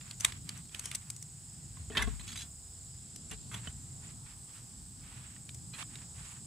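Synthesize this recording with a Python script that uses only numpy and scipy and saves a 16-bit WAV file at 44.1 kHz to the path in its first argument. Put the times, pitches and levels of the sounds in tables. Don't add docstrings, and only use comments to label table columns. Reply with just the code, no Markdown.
import sys
import numpy as np
from scipy import signal
from scipy.fft import rfft, irfft, next_fast_len
from scipy.io import wavfile
from scipy.ndimage import uniform_filter1d

SR = 44100
rng = np.random.default_rng(int(sys.argv[2]) if len(sys.argv) > 2 else 0)


def store_wav(level_fs):
    pcm = np.round(np.clip(np.atleast_2d(level_fs), -1, 1) * 32767)
    wavfile.write(sys.argv[1], SR, pcm.T.astype(np.int16))


def makeup_ratio(level_db):
    decades = np.asarray(level_db, float) / 20
    return 10 ** decades


N = 284886
TIME = np.arange(N) / SR


def level(x, db):
    return x * makeup_ratio(db) / np.sqrt(np.mean(x ** 2))


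def peak(x):
    return x / np.abs(x[0]).max()


def shape(spectrum, hz):
    f_hz, db = np.transpose(spectrum)
    return np.interp(np.log(hz), np.log(f_hz), db)


def band(x, hz, width_hz, order=1):
    edges_hz = np.clip([hz - width_hz / 2, hz + width_hz / 2], 10, .45 * SR)
    return signal.sosfilt(signal.butter(order, edges_hz, "band", fs=SR, output="sos"), x)


def walk(rate_hz):
    hold = int(SR / rate_hz)
    held = np.repeat(rng.standard_normal(N // hold + 1), hold)
    return 1.42 * uniform_filter1d(uniform_filter1d(held, hold), hold)[:N]


def pair(mid, side, side_db, pan_db=0.):
    both = mid + makeup_ratio(side_db) * side * np.array([[1], [-1]])
    return both * makeup_ratio(np.array([[pan_db], [-pan_db]]) / 2)


def grit(size, spread_db):
    size_db = spread_db * np.minimum(rng.exponential(size=size), 5)
    return rng.standard_normal(size) * makeup_ratio(size_db)


def ring(push, hz, t60_s, db):
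    t = np.arange(int(.1 * SR))[:, None] / SR
    decay = np.exp(-np.log(1000) * t / t60_s)
    modes = (makeup_ratio(db) * decay * np.sin(2 * np.pi * hz * t)).sum(axis=1)
    return peak(signal.fftconvolve(push, modes[None], axes=1)[:, :push.shape[1]])


def add(out, s, sound):
    i = int(s * SR)
    out[:, i:i + sound.shape[1]] += sound[:, :N - i]


def clinks(blows, body, ring_share, rise, body_hz, side_db, pan_db):
    # f/Hz, t60/s
    table_modes = [(250, 0.053), (430, 0.063), (705, 0.028)]
    out, t = np.zeros((2, N)), np.arange(int(.15 * SR)) / SR
    hz, db, t60_s = np.transpose(body)
    contacts = grit((len(blows), 2, len(t)), 2.92)
    scatter = rng.standard_normal((len(blows), 2, len(hz)))
    crack_share = 1 - ring_share
    top = 0
    for (s, peak_db, treble_db, thud_db, ring_hz, ms), push, (detune, gain) in zip(blows, contacts, scatter):
        u = t / (ms / 1000)
        tail = makeup_ratio(-17) * np.exp(-t / .012)
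        push = push * np.minimum(u / rise, 1) * (np.exp(-u ** 4) + tail)
        f_hz, g_db = hz * (1 + 0.0375 * detune), db + 2 * gain
        top = hz > 5500

        low_hz = np.append(f_hz[~top], ring_hz)
        low_t60_s = np.append(t60_s[~top], t60_s.mean())
        low_db = np.append(g_db[~top], 5.)
        crack_hz = np.sqrt(ring_hz * body_hz)
        crack = peak(band(push, crack_hz, 1.17 * crack_hz, order=2))
        lower = ring_share * ring(push, low_hz, low_t60_s, low_db) + crack_share * crack
        thud = ring(push, *np.transpose(table_modes), 0)
        sound = pair(*(peak(lower) + makeup_ratio(thud_db) * thud), side_db, pan_db)

        hiss = peak(band(push, 7330, 4400, order=2))
        upper = ring_share * ring(push, f_hz[top], t60_s[top], g_db[top]) + crack_share * hiss
        upper = pair(*peak(upper), side_db, 3.)
        upper[0] = np.roll(upper[0], 1)
        add(out, s, makeup_ratio(peak_db) * (sound + makeup_ratio(treble_db) * upper))
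    return out


def air():
    # f/Hz, density/dB
    spectrum = [(24, -35), (40, -5.5), (129, 0), (213, -10.5), (449, -28.5), (548, -33), (817, -26),
                (949, -30), (2270, -35.5), (4570, -27), (5170, -30.5), (6010, -27.5), (7910, -24),
                (10900, -36.5), (15500, -39)]
    # f/Hz, side minus mid/dB
    side_spectrum = [(60, -12), (150, -16.5), (380, -4.5), (700, 2.5), (1400, 3), (3000, -3.5), (6000, -6),
                     (15000, -4)]
    # loudest t/s, swell/dB, half length/s
    passes = [
        (1.35, 1.5, 0.43),
        (2.062, 3.5, 0.29),
        (3.637, 2, 0.38),
        (5.344, 3.5, 0.45),
        (6.46, 3, 0.23),
    ]
    size = next_fast_len(N)
    hz = np.fft.rfftfreq(size, 1 / SR) + 1
    swell_db = sum(db * np.exp(-((TIME - s) / half_s) ** 2) for s, db, half_s in passes)
    swell_db = swell_db + 1.33 * walk(12) + 0.78 * walk(3.91)
    mid, side = rfft(rng.standard_normal((2, size))) * makeup_ratio(shape(spectrum, hz))
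    side = side * makeup_ratio(shape(side_spectrum, hz))
    out = 0
    for centre in np.arange(4, 15):
        octave = np.cos(np.pi / 2 * np.clip(np.log2(hz) - centre, -1, 1)) ** 2
        low = np.clip(400 / 2 ** centre, 0, 1)
        flicker_db = 3.3 if centre < 7 else 2 * low
        gain_db = low * swell_db + flicker_db * walk(7) + walk(3)
        out = out + makeup_ratio(gain_db) * pair(irfft(mid * octave, size)[:N], irfft(side * octave, size)[:N], 0)
    return level(out, -49.5)


def chorus():
    # f/Hz, width/Hz, level/dB
    wings = [(5060, 340, -13), (5220, 380, -14.5), (7370, 590, -2), (7815, 450, 2.5), (8250, 770, 2),
             (9280, 1500, -9)]
    chorus_db, rise_db_per_s = -60.5, 0.34

    def wing(hz, width_hz, db):
        clicks = band(grit(N, 3.5), hz, width_hz, order=2)
        return level(clicks, db) * makeup_ratio(0.83 * walk(12))

    mid = sum(wing(*row) for row in wings)
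    side = sum(wing(*row) for row in wings[:2])
    return pair(mid, side, 0, -1.6) * makeup_ratio(chorus_db + rise_db_per_s * TIME + .5 * walk(2.2))


def cricket():
    bout_starts = [
        -.0335,
        .8936,
        5.1762,
    ]
    # t/s, level/dB
    effort = [(0, -58), (.6, -67.5), (1.2, -62.5), (2.4, -62), (3.4, -56), (4.1, -58), (4.3, -76.5),
              (5.1, -79), (5.35, -62), (6.46, -62)]
    strokes_per_s, wing_hz, wing_hz_per_db = 25.58, 7110, 55
    starts = np.array(bout_starts)
    beat = strokes_per_s * (TIME - starts[np.searchsorted(starts, TIME) - 1])
    db = np.interp(TIME, *np.transpose(effort))
    hz = wing_hz + wing_hz_per_db * np.maximum(db + 61, -2)
    stroke = beat % 1 / .75
    swell = np.where(stroke < 1, np.sin(np.pi * np.minimum(stroke, 1) ** 1.6) ** .7, 0)
    flutter = 1 + 0.49 * np.cos(2 * np.pi * 3.02 * stroke + 0.79 * walk(30))
    sag = 1 - .05 * np.clip((stroke - .68) / .15, 0, 1) + .006 * walk(150)
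    tone = swell * flutter * makeup_ratio(1.3 * walk(25)) * np.sin(2 * np.pi * np.cumsum(hz * sag) / SR)
    echo = np.roll(tone, 310)
    return pair(level(tone + 0.45 * echo, 0), level(echo, 0), -30, -1.) * makeup_ratio(db)


def rustle():
    # start t/s, length/s, level/dB
    dull_rubs = [(0, .156, -59.5), (.278, .122, -58), (.44, .183, -59), (1.732, .143, -69),
                 (1.996, .18, -56.5), (2.158, .342, -59), (3.295, .07, -56), (3.498, .128, -55),
                 (3.614, .108, -57), (4.0, .152, -61), (4.237, .117, -62.5), (4.967, .453, -60.5),
                 (5.782, .052, -48.5), (5.85, .22, -63)]
    # start t/s, length/s, level/dB
    slides = [
        (.193, .12, -50),
        (.704, .15, -57),
        (.806, 0.22, -57.5),
        (.973, 0.21, -68.5),
        (4.47, .16, -62.5),
        (5.72, 0.14, -58),
        (6.134, 0.28, -59),
    ]
    dull_shine_db, wire_shine_db = -7, 0
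    rubs = [grit(N, 2.) * makeup_ratio(2.5 * walk(60) + .4 * walk(14)) for _ in range(2)]

    def rubbed(hz, width_hz):
        mid, side = [level(band(rub, hz, width_hz, order=2), 0) for rub in rubs]
        return pair(mid, side, -2.5, -5.1)

    dull, bright = rubbed(2200, 2730), rubbed(8000, 2800)
    out = 0
    for strokes, shine_db in [(dull_rubs, dull_shine_db), (slides, wire_shine_db)]:
        for start_s, length_s, db in strokes:
            swell = np.sin(np.pi * np.clip((TIME - start_s) / length_s, 0, 1)) ** 0.83
            out = out + makeup_ratio(db) * swell * (dull + makeup_ratio(shine_db) * bright)
    return out


def thumps():
    # t/s, level/dB, f/Hz, t60/s
    bounces = [
        (1.992, -32, 53.3, 0.4),
        (2.041, -26, 51.8, 0.47),
        (2.07, -39, 93, 0.23),
        (2.073, -33, 227, 0.058),
        (1.904, -43, 278, 0.08),
        (2.275, -56, 70, 0.092),
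        (3.311, -46, 54.7, 0.78),
        (3.67, -56, 59, 0.35),
    ]
    out, t = np.zeros((2, N)), np.arange(int(.4 * SR)) / SR
    for s, db, hz, t60_s in bounces:
        decay = np.exp(-np.log(1000) * t / t60_s)
        swing = np.sin(2 * np.pi * hz * t) * decay * np.minimum(t / 0.0016, 1)
        add(out, s, makeup_ratio(db) * np.outer([1.7, -.3], swing))
    return out


def basket():
    # f/Hz, level/dB, t60/s
    wires = [(1190, -1, 0.021), (1650, -23, 0.051), (1680, -12, 0.032), (1900, -36, 0.12), (2034, -2, 0.03),
             (2590, -3, 0.033), (3320, 4, 0.015), (4000, -35, 0.012), (6530, -3, 0.013), (7640, -3, 0.0043),
             (9720, -2, 0.015)]
    # t/s, peak/dB, thud/dB, loudest ring f/Hz, rattle/ms
    landings = [
        (1.9, -42.5, 5, 1380, 14),
        (1.916, -41, -2.5, 1840, 39),
        (1.949, -29, -8, 1820, 54),
        (1.97, -15.5, -38, 3200, 15),
        (1.986, -26, -15, 1750, 60.4),
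        (2.071, -37, 2, 1100, 12.3),
        (3.314, -36.5, -7.5, 2830, 25),
        (3.6722, -32.5, -10, 3030, 4.3),
    ]
    # t/s, peak/dB, treble/dB, loudest ring f/Hz, rattle/ms
    grazes = [(.199, -51, 18, 5240, 19), (.255, -34, -17, 2250, 14), (.837, -38.5, 1, 5630, 54),
              (1.769, -48.5, -7, 1060, 5.4), (2.022, -26, -1, 2140, 8.6), (2.195, -41, -8, 4000, 7.9),
              (2.2077, -43, -8, 4070, 9), (3.311, -39, 5.5, 2850, 9), (3.513, -41, -3, 1550, 58),
              (3.5414, -32, -2.5, 3370, 10.3), (4.2592, -51.5, -12, 2540, 18),
              (5.734, -38.5, -15, 4140, 27)]
    landing_treble_db, graze_thud_db = -19.5, -24
    blows = [(s, db, landing_treble_db, thud_db, hz, ms) for s, db, thud_db, hz, ms in landings]
    blows += [(s, db, treble_db, graze_thud_db, hz, ms) for s, db, treble_db, hz, ms in grazes]
    return clinks(blows, wires, ring_share=0.58, rise=0.031, body_hz=1760, side_db=-10, pan_db=-3.0)


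def scrape():
    # f/Hz, level/dB, t60/s
    bars = [(1550, -4.5, 0.028), (3430, -1.5, 0.15), (4000, 4, 0.067), (4720, 3.5, 0.057), (5360, 1, 0.07),
            (6510, 5, 0.07), (7500, 5.5, 0.066), (10570, 0, 0.03)]
    # t/s, peak/dB
    slips = [(2.2367, -49), (2.268, -46), (2.2766, -37), (2.287, -39), (2.302, -42), (2.3167, -39),
             (2.327, -39), (2.357, -36), (2.372, -34), (2.3877, -37), (2.395, -41), (2.406, -36.5),
             (2.4164, -35.5), (2.4258, -42), ]
    treble_db, thud_db, ring_hz, rattle_ms = -2, -39, 3420, 9
    blows = [(s, db, treble_db, thud_db, ring_hz, rattle_ms) for s, db in slips]
    return clinks(blows, bars, ring_share=0.44, rise=0.15, body_hz=3570, side_db=-17, pan_db=-4.5)


def tongs():
    # f/Hz, level/dB, t60/s
    steel = [(1490, -5, 0.0086), (2590, -8, 0.012), (3450, -8, 0.02), (4600, -4, 0.01), (5340, -8, 0.01),
             (6480, -2, 0.012), (8230, 4, 0.012), (9200, -6, 0.0081)]
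    # t/s, peak/dB, treble/dB, loudest ring f/Hz
    ticks = [(.0094, -41, -14, 2800), (0.0777, -47.5, -2, 2790), (0.1092, -32.5, -2, 4700),
             (0.2052, -30.5, 5.5, 4900), (0.2463, -11.5, 0.5, 3800), (0.3208, -30, -12, 3500),
             (0.49, -27.5, -2, 4820), (.574, -48, 11.5, 4320), (.6524, -53, 3, 4500),
             (0.6916, -45.5, -8, 3320), (0.7451, -31.5, -7, 3710), (0.7929, -32, 6.5, 4700),
             (0.8547, -31.5, 9, 5500), (0.9127, -29, -2, 3680), (0.924, -35, -20, 2870),
             (.9475, -28.5, 3, 4870), (0.9523, -34.5, 11, 4600), (1.1001, -36.5, 11.5, 5240),
             (1.1616, -47, 14, 4350), (1.224, -46.5, 14, 4370), (3.159, -41, 7.5, 5330),
             (5.3622, -42.5, -15, 1900), (5.4898, -36, -9, 3880), (5.5445, -47, 10.5, 3850),
             (5.8253, -34.5, -25, 1756), (5.9546, -35, -12, 3780), (5.9852, -49, -8, 2640),
             (6.019, -50, -17, 3800)]
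    thud_db = -62.5
    rattle_ms, rattle_ms_per_db = 4.8, .04
    blows = [(s, db, treble_db, thud_db - db, hz, rattle_ms + rattle_ms_per_db * treble_db)
             for s, db, treble_db, hz in ticks]
    return clinks(blows, steel, ring_share=.36, rise=0.55, body_hz=3080, side_db=-10, pan_db=-4.0)


def scene():
    background = air() + chorus() + cricket()
    return background + rustle() + thumps() + basket() + scrape() + tongs()


def low_pass(x):
    return signal.sosfilt(signal.butter(12, 15830, fs=SR, output="sos"), x)


def record(dry):
    dip_hz, dip_width_hz, dip_share = 8880, 290, .42
    bottom_hz, top_hz = 40, 15500
    mix = dry - dip_share * band(dry, dip_hz, dip_width_hz) * np.array([[1], [0]])
    mix = signal.sosfilt(signal.butter(2, bottom_hz, "high", fs=SR, output="sos"), mix)
    mix = signal.sosfilt(signal.ellip(8, .2, 70, top_hz, fs=SR, output="sos"), mix)
    return low_pass(mix)


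dry = scene()
out = record(dry)
store_wav(out)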